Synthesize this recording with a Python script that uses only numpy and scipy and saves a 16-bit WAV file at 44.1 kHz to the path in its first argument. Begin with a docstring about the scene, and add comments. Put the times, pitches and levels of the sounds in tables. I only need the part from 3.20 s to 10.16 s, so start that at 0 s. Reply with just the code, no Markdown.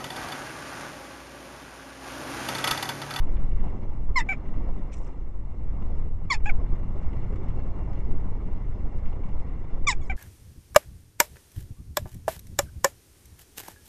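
"""A jackdaw on a high platform gives three double calls: a sharp "tchak", then a soft "kya"; one squeak is added.
Each note is a harmonic stack through throat and beak, with breath noise and usually a second voice.
It flaps up once (swept noise, feather hiss, a whip) and its claws tick on sticks (decaying noise bursts).
Wind, as shaped noise, buffets the microphone of a nest camera, rumbles, and hisses in the housing."""
import sys
import numpy as np
from scipy import signal
from scipy.fft import rfft, irfft
from scipy.io import wavfile
from scipy.ndimage import uniform_filter1d

SR = 44100
rng = np.random.default_rng(int(sys.argv[2]) if len(sys.argv) > 2 else 0)


def put_to_file(sound):
    """Save the sound as 16-bit audio at rate SR, in the file named by the first command-line argument."""
    columns = np.atleast_2d(sound).T  # one column per channel
    safe = np.clip(columns, -1, 1)
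    whole_steps = np.round(safe * 32767)
    wavfile.write(sys.argv[1], SR, whole_steps.astype(np.int16))


N = 307136
T = np.arange(N) / SR

# sharp first notes: (time [s], length before release [s], pitch [Hz], final pitch [Hz], glide [s], body [dB],
# edge [dB], edge attack [s], time to the break [s], second voice [Hz], second voice [dB],
# edge tilt [dB/octave], lower beak gap [Hz], upper beak gap [Hz])
TCHAKS = [(0.955, 0.057, 1082, 852, 0.039, -19, -33.5, 0.011, 0.046, 1996, -29, -5.5, 3320, 8500),
          (3.098, 0.054, 1151, 824, 0.035, -20, -31, 0.0094, 0.038, 2320, -37, -5, 2750, 8000),
          (6.666, 0.059, 1208, 780, .040, -19.5, -26, 0.0074, 0.054, 2334, -33, -1.5, 4150, 8630)]
# soft second notes: (time [s], length before release [s], pitch [Hz], scoop [s], hold [s], opening push [dB],
# sag [dB/s], body [dB], edge [dB], edge tilt [dB/octave], lift of the fundamental [dB],
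# extra throat ring [dB], second voice in the hold [Hz], [dB], second voice at the end [Hz], [dB])
KYAS = [(1.0864, 0.047, 773.4, 0.0044, .035, -0.5, 134, -24.5, -50, 2, 3, 6, 2250, -39, 2304, -34.5),
        (3.2553, 0.044, 843.5, 0.017, 0.034, -2.5, 56, -30.5, -51.5, 0.5, 0.5, -4, 2623, -47, 2247, -29.5),
        (6.896, 0.023, 774, 0.0038, 0.018, 3.5, 73, -32.5, -55.5, -2, 6, 3.5, 2197, -48, 2020, -37)]
# throat response, beak wide open: (frequency [Hz], gain [dB])
OPEN_THROAT = [(600, -2.5), (950, -0.5), (1150, 1), (1500, -12), (1950, 1.5), (2200, 5.5), (2400, 3),
               (2900, -21), (3450, -16), (4200, -14.5), (5200, -15.5), (6100, -20.5), (6900, -15),
               (7700, -18.5), (9200, -28.5)]
# throat response, beak half closed: (frequency [Hz], gain [dB])
NARROW_THROAT = [(550, -9.5), (800, -6.5), (1200, -8), (1600, -5.5), (1950, -8), (2320, 2), (2530, -7.5),
                 (3050, -22), (3400, -28.5), (3800, -32.5), (4400, -48), (5300, -30), (6200, -43.5),
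                 (6900, -26), (7600, -38), (8300, -51)]
# beak gap of the squeak: (frequency [Hz], width [Hz])
SQUEAK_GAPS = [(4550, 1300)]
# wingbeat, then settling feathers: (time [s], level [dB], treble relative to sweep [dB])
WING = [(1.712, -85, 0), (1.720, -66, -4), (1.727, -54, -7), (1.743, -51, -10), (1.752, -64, 3),
        (1.768, -66, 11), (1.782, -68, 10), (1.793, -65, 15), (1.803, -74, 10), (1.845, -73, 8),
        (1.857, -71, 9), (1.868, -68, 2), (1.895, -82, 4)]
# hiss of the feather groups: (frequency [Hz], width [Hz], relative level [dB])
FEATHERS = [(4300, 1200, -9), (5700, 1400, -1), (7000, 1400, 0.5), (8300, 2200, -2)]
# claws on the sticks: (time [s], click [dB], knock [dB])
CLAWS = [(0.028, -62, -53), (0.166, -76, -49), (0.314, -76, -54), (0.401, -72, -51), (0.434, -74, -61),
         (0.477, -74, -54), (0.630, -70, -57), (0.693, -74, -60), (1.259, -82, -56), (1.338, -74, -55),
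         (3.828, -67, -59), (3.93, -70, -51.5), (4.158, -61, -51.5), (4.282, -64.5, -54), (4.303, -71, -52),
         (4.731, -63, -51.5), (4.751, -71, -55), (4.911, -63, -53), (5.371, -72, -58), (5.783, -67, -53.5),
         (5.856, -70, -51), (5.877, -68, -56), (5.927, -70, -53), (6.035, -67.5, -55), (6.087, -67, -56),
         (6.196, -78, -53), (6.498, -80, -58)]
# stick resonances: (frequency [Hz], width [Hz], relative gain [dB])
STICK = [(1150, 600, 3), (2120, 490, -1), (2840, 350, -4.5), (3370, 370, -11.5)]
# wind strength: (time [s], buffeting above 20 Hz [dB], rumble [dB], rush [dB])
WIND = [(0.0, -28, -35, -38), (0.27, -27, -34.5, -39.5), (0.36, -27.5, -33.5, -42),
        (0.44, -27.5, -38, -37.5), (0.6, -36, -37, -41), (0.93, -27, -39, -44.5), (1.15, -38.5, -42, -40.5),
        (1.45, -27, -35, -39.5), (1.58, -32.5, -38.5, -41), (1.9, -34.5, -45.5, -42), (2.12, -34, -42, -49),
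        (2.27, -36.5, -37.5, -46.5), (2.5, -32, -36, -43), (2.78, -31, -33, -41), (2.92, -31, -34, -46.5),
        (3.08, -36.5, -38, -46), (3.27, -26, -33.5, -42.5), (3.5, -27, -32.5, -40), (3.68, -30, -35, -41),
        (4.05, -34, -33, -39), (5.0, -32, -34, -41), (6.3, -33, -37, -41.5), (6.46, -36, -39.5, -43.5),
        (6.56, -31.5, -39, -40.5), (6.96, -35, -36.5, -45)]
# buffeting spectrum: (frequency [Hz], relative density [dB per Hz])
BUFFET = [(4, 5), (10, 11), (18, 7), (30, -2), (48, -4), (70, -27.5), (300, -100)]
# rumble spectrum: (frequency [Hz], relative density [dB per Hz])
RUMBLE = [(10, -25), (40, -7), (58, 1), (80, -1.5), (115, -8), (170, -18), (300, -41), (900, -91)]
# rush spectrum: (frequency [Hz], relative density [dB per Hz])
RUSH = [(70, 0), (160, 1.5), (250, -2), (400, -7), (700, -14), (1050, -16), (1350, -23.5), (1600, -31.5),
        (2100, -33.5), (2550, -39), (4500, -65), (9500, -65.5)]
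# air resonances of the housing: (frequency [Hz], width [Hz], relative peak density [dB per Hz])
HOUSING = [(2087, 554, -2.5), (2750, 240, -7.5), (3230, 450, -21), (3556, 260, -15.5), (4170, 300, -16),
           (5150, 500, -19.5), (6120, 560, -23.5), (7220, 1500, -28.5)]
# narrow quiet bands in the wind hiss: (frequency [Hz], width [Hz])
WIND_HISS_GAPS = [(2530, 170), (3880, 240), (4580, 340), (5500, 100)]
# resonances of the port before the microphone: (frequency [Hz], width [Hz], gain [dB])
PORT = [(3180, 320, -11), (3620, 230, -0.5), (3990, 360, -3.5), (4400, 200, -6.5), (5240, 340, 2),
        (5980, 430, 1), (6830, 320, 0), (7560, 600, -2.5), (8820, 530, -6)]
# bands where the port's paths cancel: (frequency [Hz], width [Hz])
PORT_GAPS = [(4720, 91), (6320, 180)]

# all notes
EDGE_HZ, TOP_HZ = 2800, 9500
EDGE_BREATH_POWER = (.012, .2)  # breath share of the edge: clear, full rasp
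SECOND_JITTER_RATIO = 3  # pitch spread of the second voice over the note's jitter setting
EDGE_WET_DB = -4.5  # the sticks return much of the treble
RING_OUT_S = 0.022

# tchak; jitter is a pitch share, later scaled by 0.33 + rasp
TCHAK_SWELL_DB, TCHAK_SLACK_DB = 4, -12.5
TCHAK_SLACK_S, TCHAK_SLACKEN_S = 0.028, 0.026  # start and duration of the slackening
TCHAK_BREAKING_S, TCHAK_SECOND_S = 0.009, 0.0091
TCHAK_RASP = (.14, .55)  # before, after the break
TCHAK_DULL_DB_PER_OCT, TCHAK_BRIGHTEN_S = -7.5, 0.024
TCHAK_JITTER, TCHAK_UNEVEN_DB = .008, 4.5
EDGE_LEAD_S = 0.0089  # the edge releases this long before the body
BEAK_GAP_WIDTH_HZ = 710

# kya
KYA_RASP = (.5, .18, .45)  # start, hold, end
KYA_CLEAR_S, KYA_BREAKING_S, KYA_PUSH_S = 0.015, 0.0092, 0.013
KYA_SCOOP_HZ, KYA_FALL_HZ_PER_S = 70.5, 10000
KYA_RING_HZ, KYA_RING_WIDTH_HZ = 2320, 340
KYA_LOW_HZ = 1000  # the fundamental lies below
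KYA_JITTER, KYA_UNEVEN_DB = .004, 2.5

# squeak before the last kya
SQUEAK_S, SQUEAK_LENGTH_S, SQUEAK_HZ, SQUEAK_FALL_HZ_PER_S = 6.809, 0.072, 1160, 2500
SQUEAK_BODY_DB, SQUEAK_EDGE_DB = -58, -61.5

# wing
FEATHER_SLIP_DB = 4
WHIP_S, WHIP_LENGTH_S, WHIP_HZ, WHIP_WIDTH_HZ, WHIP_DB = 1.739, .007, 5900, 500, -58


def jackdaw():
    """All notes: open-beaked ones are harsh, half-closed ones purer and more nasal."""
    out = np.zeros(N)
    for start_s, *note in TCHAKS:
        add(out, start_s, tchak(*note))
    for start_s, *note in KYAS:
        add(out, start_s, kya(*note))
    add(out, SQUEAK_S, squeak())
    return out


def tchak(length_s, pitch_hz, end_hz, glide_s, body_db, edge_db, edge_attack_s, break_s,
          second_hz, second_db, tilt_db, low_gap_hz, high_gap_hz):
    """Open beak: swells and brightens, slides down and sinks into rasp as the syrinx slackens."""
    t = np.arange(0, length_s + RING_OUT_S, 1 / SR)
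    hz = end_hz + (pitch_hz - end_hz) * np.exp(-(t / glide_s) ** 2)
    effort_db = TCHAK_SWELL_DB * (ramp(t, 0, TCHAK_SLACK_S) - 1)
    effort_db += TCHAK_SLACK_DB * ramp(t, TCHAK_SLACK_S, TCHAK_SLACKEN_S)
    body = body_db + effort_db + envelope(
        t, length_s, attack_s=0.0059, sag_db_per_s=8.5, release_db_per_s=797.5)
    edge = edge_db + envelope(
        t, length_s - EDGE_LEAD_S, attack_s=edge_attack_s, sag_db_per_s=139.5, release_db_per_s=1606.5)
    # the second voice sounds briefly from the break
    second = second_db + envelope(
        t - break_s, TCHAK_SECOND_S, attack_s=0.0067, sag_db_per_s=298.5, release_db_per_s=900)
    broken = ramp(t, break_s - TCHAK_BREAKING_S, TCHAK_BREAKING_S)
    rasp = np.interp(broken, (0, 1), TCHAK_RASP)
    # brightens as the beak opens
    tilt = tilt_db + TCHAK_DULL_DB_PER_OCT * (1 - ramp(t, 0, TCHAK_BRIGHTEN_S))
    # the gaps depend on how the head is turned
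    gaps = [(low_gap_hz, BEAK_GAP_WIDTH_HZ), (high_gap_hz, BEAK_GAP_WIDTH_HZ)]
    return call(hz, body, edge, rasp, OPEN_THROAT, tilt, gaps, second_hz, second,
                jitter=TCHAK_JITTER, uneven_db=TCHAK_UNEVEN_DB, shimmer=0.42, air=0.47)


def kya(length_s, pitch_hz, scoop_s, hold_s, push_db, sag_db_per_s, body_db, edge_db, tilt_db,
        low_db, ring_db, held_hz, held_db, end_hz, end_db):
    """Half-closed beak: starts hoarse, scoops up, holds clear, drops; second voice near the third partial."""
    t = np.arange(0, length_s + RING_OUT_S, 1 / SR)
    scoop_hz = KYA_SCOOP_HZ * (1 - ramp(t, 0, scoop_s))
    hz = pitch_hz - scoop_hz - KYA_FALL_HZ_PER_S * np.maximum(t - hold_s, 0)
    opening_db = push_db * (1 - ramp(t, 0, KYA_PUSH_S) ** 2)
    body = body_db + opening_db + envelope(
        t, length_s, attack_s=0.0035, sag_db_per_s=sag_db_per_s, release_db_per_s=1100.5)
    edge = edge_db + envelope(t, length_s, attack_s=.0025, sag_db_per_s=197, release_db_per_s=905.0)
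    broken = ramp(t, hold_s, KYA_BREAKING_S)
    rasp = np.interp(ramp(t, 0, KYA_CLEAR_S) + broken, (0, 1, 2), KYA_RASP)
    second_hz = held_hz + (end_hz - held_hz) * broken
    second = held_db + (end_db - held_db) * broken + envelope(
        t, length_s, attack_s=0.003, sag_db_per_s=-4.5, release_db_per_s=1213)
    throat = [(f, db + low_db * (f < KYA_LOW_HZ) + ring_db * peak(f, KYA_RING_HZ, KYA_RING_WIDTH_HZ))
              for f, db in NARROW_THROAT]
    return call(hz, body, edge, rasp, throat, tilt_db, [], second_hz, second,
                jitter=KYA_JITTER, uneven_db=KYA_UNEVEN_DB, shimmer=0.42, air=0.14)


def squeak():
    """Faint thin note, one voice only, that sinks in pitch and soon frays."""
    t = np.arange(0, SQUEAK_LENGTH_S + RING_OUT_S, 1 / SR)
    fade_db = envelope(t, SQUEAK_LENGTH_S, attack_s=0.0069, sag_db_per_s=130, release_db_per_s=450)
    rasp = .6 * ramp(t, start_s=.018, rise_s=.03)
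    hz = SQUEAK_HZ - SQUEAK_FALL_HZ_PER_S * t
    return call(hz, SQUEAK_BODY_DB + fade_db, SQUEAK_EDGE_DB + fade_db, rasp, OPEN_THROAT, -1,
                SQUEAK_GAPS, second_hz=0, second_db=-np.inf, jitter=.011)


def call(hz, body_db, edge_db, rasp, throat, tilt_db, gaps, second_hz, second_db,
         jitter=.02, uneven_db=8.0, shimmer=0.5, air=0.2):
    """One note: harmonics through throat and beak; rasp adds breath, pitch tremble and level flutter."""
    n = len(hz)
    hz, rasp = np.maximum(hz, 1), np.clip(rasp, 0, 1)
    trembling_hz = hz * (1 + jitter * (0.33 + rasp) * wander(400, size=n))
    phase = 2 * np.pi * np.cumsum(trembling_hz) / SR
    k = np.arange(1, 15)[:, None]
    partial_hz = k * hz
    # each partial swells and sinks on its own, most in the edge
    unevenness = np.minimum(0.6 * rasp + (partial_hz > EDGE_HZ), 1)
    swell_db = uneven_db * np.array([wander(85, size=n) for _ in k]) * unevenness
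    gain = response(throat, partial_hz) * (partial_hz < TOP_HZ) * undb(swell_db)
    partials = gain * np.sin(k * phase)
    # low partials form the body, high ones the edge
    high = np.clip((partial_hz - EDGE_HZ) / 400 + .5, 0, 1)
    body = np.sum(partials * (1 - high), axis=0)
    body = body / np.std(body[:SR // 50])
    tilt = undb(tilt_db * np.log2(partial_hz / EDGE_HZ))
    edge = steady(np.sum(partials * high * tilt, axis=0))
    # air escapes once a cycle
    puff = 1 + 0.4 * np.cos(phase)
    low_air = puff * noise(lambda f: response(throat, f) * (f > 600) * (f < EDGE_HZ), size=n)
    high_air = puff * noise(lambda f: response(throat, f) * (f > EDGE_HZ), size=n)
    # the other side of the syrinx, an unsteady tone
    unsteady_hz = second_hz * (1 + SECOND_JITTER_RATIO * jitter * wander(200, size=n))
    second = np.sqrt(2) * np.sin(2 * np.pi * np.cumsum(unsteady_hz) / SR)
    body = (body + rasp * air * low_air) * undb(body_db) + second * undb(second_db)
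    share = np.interp(rasp ** 2, (0, 1), EDGE_BREATH_POWER)
    breathy_edge = np.sqrt(1 - share) * edge + np.sqrt(share) * high_air
    edge = steady(notch(port(breathy_edge), gaps))
    flutter = (1 + shimmer * rasp * wander(450, size=n)) * signal.windows.tukey(n, .04)
    body_sound = scatter(body * flutter, wet_db=-14.5, t60=0.047)
    edge_sound = scatter(edge * undb(edge_db) * flutter, wet_db=EDGE_WET_DB, t60=0.044)
    return body_sound + edge_sound


def wing():
    """Air swept by the downstroke, a wing-tip whip, and the uneven hiss of sliding feathers."""
    level_db, treble_db = curves(WING, T)
    sweep = noise(lambda f: peak(f, 2450, 700) + 0.3 * peak(f, 3100, 1600) + 0.72 * peak(f, 990, 700))
    sweep = sweep * undb(FEATHER_SLIP_DB / 2 * wander(120))
    # feather groups catch and slip, each with its own hiss
    groups = sum(noise(lambda f: peak(f, hz, width)) * undb(db + FEATHER_SLIP_DB * wander(90))
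                 for hz, width, db in FEATHERS)
    feathers = unit(port(groups))
    mix = (sweep + undb(treble_db) * feathers) / np.sqrt(1 + undb(2 * treble_db))
    barbs_db = 2.5 * wander(600)
    whip = steady(noise(lambda f: peak(f, WHIP_HZ, WHIP_WIDTH_HZ)))
    whip = whip * undb(WHIP_DB) * np.exp(-((T - WHIP_S) / WHIP_LENGTH_S) ** 2)
    active = (T > WING[0][0]) * (T < WING[-1][0])
    return mix * undb(level_db + barbs_db) * active + whip


def claws(click_t60=0.035, knock_t60=0.062):
    """Soft contacts on wood: a claw click and a duller stick knock, both decaying noise."""
    out, t = np.zeros(N), T[:SR // 10]
    for start_s, click_db, knock_db in CLAWS:
        click = noise(lambda f: peak(f, 5400, 3500), size=len(t))
        click = click * undb(click_db - 60 * t / click_t60)
        knock = noise(lambda f: sum(undb(db) * peak(f, hz, width) for hz, width, db in STICK), size=len(t))
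        knock = knock * undb(knock_db - 60 * t / knock_t60)
        add(out, start_s, (click + knock) * ramp(t, 0, rise_s=0.0016))
    return out


def wind():
    """Eddies push on the microphone; faster ones rush over the housing and sound its cavities."""
    buffet_db, rumble_db, rush_db = curves(WIND, T)
    eddies = noise(lambda f: response(BUFFET, f))
    # the gust curve sets the level above 20 Hz
    audible = signal.sosfiltfilt(signal.butter(2, 20, "high", fs=SR, output="sos"), eddies)
    buffet = eddies / np.sqrt(uniform_filter1d(audible ** 2, size=SR // 6)) * undb(buffet_db)
    rumble = steady(noise(lambda f: response(RUMBLE, f)), size=SR // 7) * undb(rumble_db)
    # small eddies make the rush surge, with brief puffs
    puffs_db = 3 * np.maximum(wander(30) - 1, 0)
    gust_db = rush_db + 0.57 * wander(25) + puffs_db
    # each octave also flutters alone
    flow, f = rfft(noise(lambda f: response(RUSH, f))), np.fft.rfftfreq(N, 1 / SR)
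    octave = np.clip(np.log2(f / 100 + 1e-9), 0, 6)
    bands = (irfft(flow * np.maximum(1 - abs(octave - k), 0), N) for k in range(7))
    flutter_db = 2.2
    rush = sum(band * undb(flutter_db * wander(20)) for band in bands) * undb(gust_db)
    # each cavity is blown by its own eddies
    cavities = unit(sum(
        undb(db + 2 * wander(30)) * np.sqrt(width) * noise(lambda f: peak(f, hz, width))
        for hz, width, db in HOUSING))
    hiss = notch(rush + cavities * undb(gust_db - 24.0), WIND_HISS_GAPS)
    return buffet + rumble + hiss


def microphone_hiss():
    """Faint white noise plus fainter noise coloured by the port."""
    white = undb(-80.5) * rng.standard_normal(N)
    return white + undb(-90.0) * unit(port(rng.standard_normal(N)))


def port(x):
    """The port rings at its resonances and leaves deep gaps between them."""
    rings = sum(undb(db) * signal.lfilter(*signal.iirpeak(hz, hz / width, fs=SR), x)
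                for hz, width, db in PORT)
    return notch(rings, PORT_GAPS)


def scatter(x, wet_db, t60):
    """Direct sound plus a brief wash of reflections from platform and sticks."""
    t = T[:SR // 6]
    decay = undb(-60 * t / t60) + undb(-39.5) * undb(-60 * t / 0.11)
    tail = rng.standard_normal(len(t)) * decay * (t > .002)
    tail = tail / np.linalg.norm(tail) * undb(wet_db)
    return signal.fftconvolve(x, tail + (t == 0)) / np.sqrt(1 + undb(2 * wet_db))


def envelope(t, length_s, attack_s, sag_db_per_s, release_db_per_s):
    """Level in dB: quick attack, sagging hold, then a steeper fall after length_s."""
    attack_db = 20 * np.log10(ramp(t, 0, attack_s) ** 2.0 + 1e-3)
    sag_db = sag_db_per_s * np.maximum(t - attack_s, 0)
    return attack_db - sag_db - release_db_per_s * np.maximum(t - length_s, 0)


def ramp(t, start_s, rise_s):
    """Straight rise from 0 to 1."""
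    return np.clip((t - start_s) / rise_s, 0, 1)


def notch(x, gaps):
    """Cancel each (Hz, width Hz) band."""
    for hz, width in gaps:
        x = signal.lfilter(*signal.iirnotch(hz, hz / width, fs=SR), x)
    return x


def steady(x, size=500):
    """Hold the short-term rms at 1; size in samples."""
    return x / np.sqrt(uniform_filter1d(x ** 2, size=size) + 1e-12)


def undb(db):
    """Decibels to gain."""
    return 10 ** (np.asarray(db) / 20)


def unit(x):
    """Scale to rms 1."""
    return x / np.sqrt(np.mean(x ** 2) + 1e-18)


def curves(rows, t):
    """Table columns joined by straight lines in time."""
    s, *columns = np.transpose(rows)
    return [np.interp(t, s, c) for c in columns]


def response(points, hz):
    """Gain of a (Hz, dB) spectrum, interpolated over log frequency."""
    f, db = np.transpose(points)
    return undb(np.interp(np.log(hz + 1e-9), np.log(f), db))


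def noise(shape, size=N):
    """Noise of rms 1 whose spectrum follows shape(Hz)."""
    spectrum = rfft(rng.standard_normal(size)) * shape(np.fft.rfftfreq(size, 1 / SR))
    return unit(irfft(spectrum, size))


def peak(f, hz, width):
    """Gain of a resonance, halved at width / 2 from its centre."""
    return 1 / (1 + ((f - hz) / width * 2) ** 2)


def wander(rate, size=N):
    """Smooth random curve of rms 1, changing up to about rate times a second."""
    return noise(lambda f: peak(f, 0, 2 * rate), size=size)


def add(out, start_s, x):
    """Mix in a short sound."""
    i = int(start_s * SR)
    out[i:i + len(x)] += x[:N - i]


def scene():
    """Bird and wind over microphone hiss, with short end fades."""
    mix = jackdaw() + wing() + claws() + wind() + microphone_hiss()
    return (mix * signal.windows.tukey(N, .002))[None]


def record(dry):
    """The camera cuts the top off steeply."""
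    return signal.sosfilt(signal.ellip(10, .2, 80, TOP_HZ, fs=SR, output="sos"), dry)


dry = scene()
out = record(dry)
put_to_file(out)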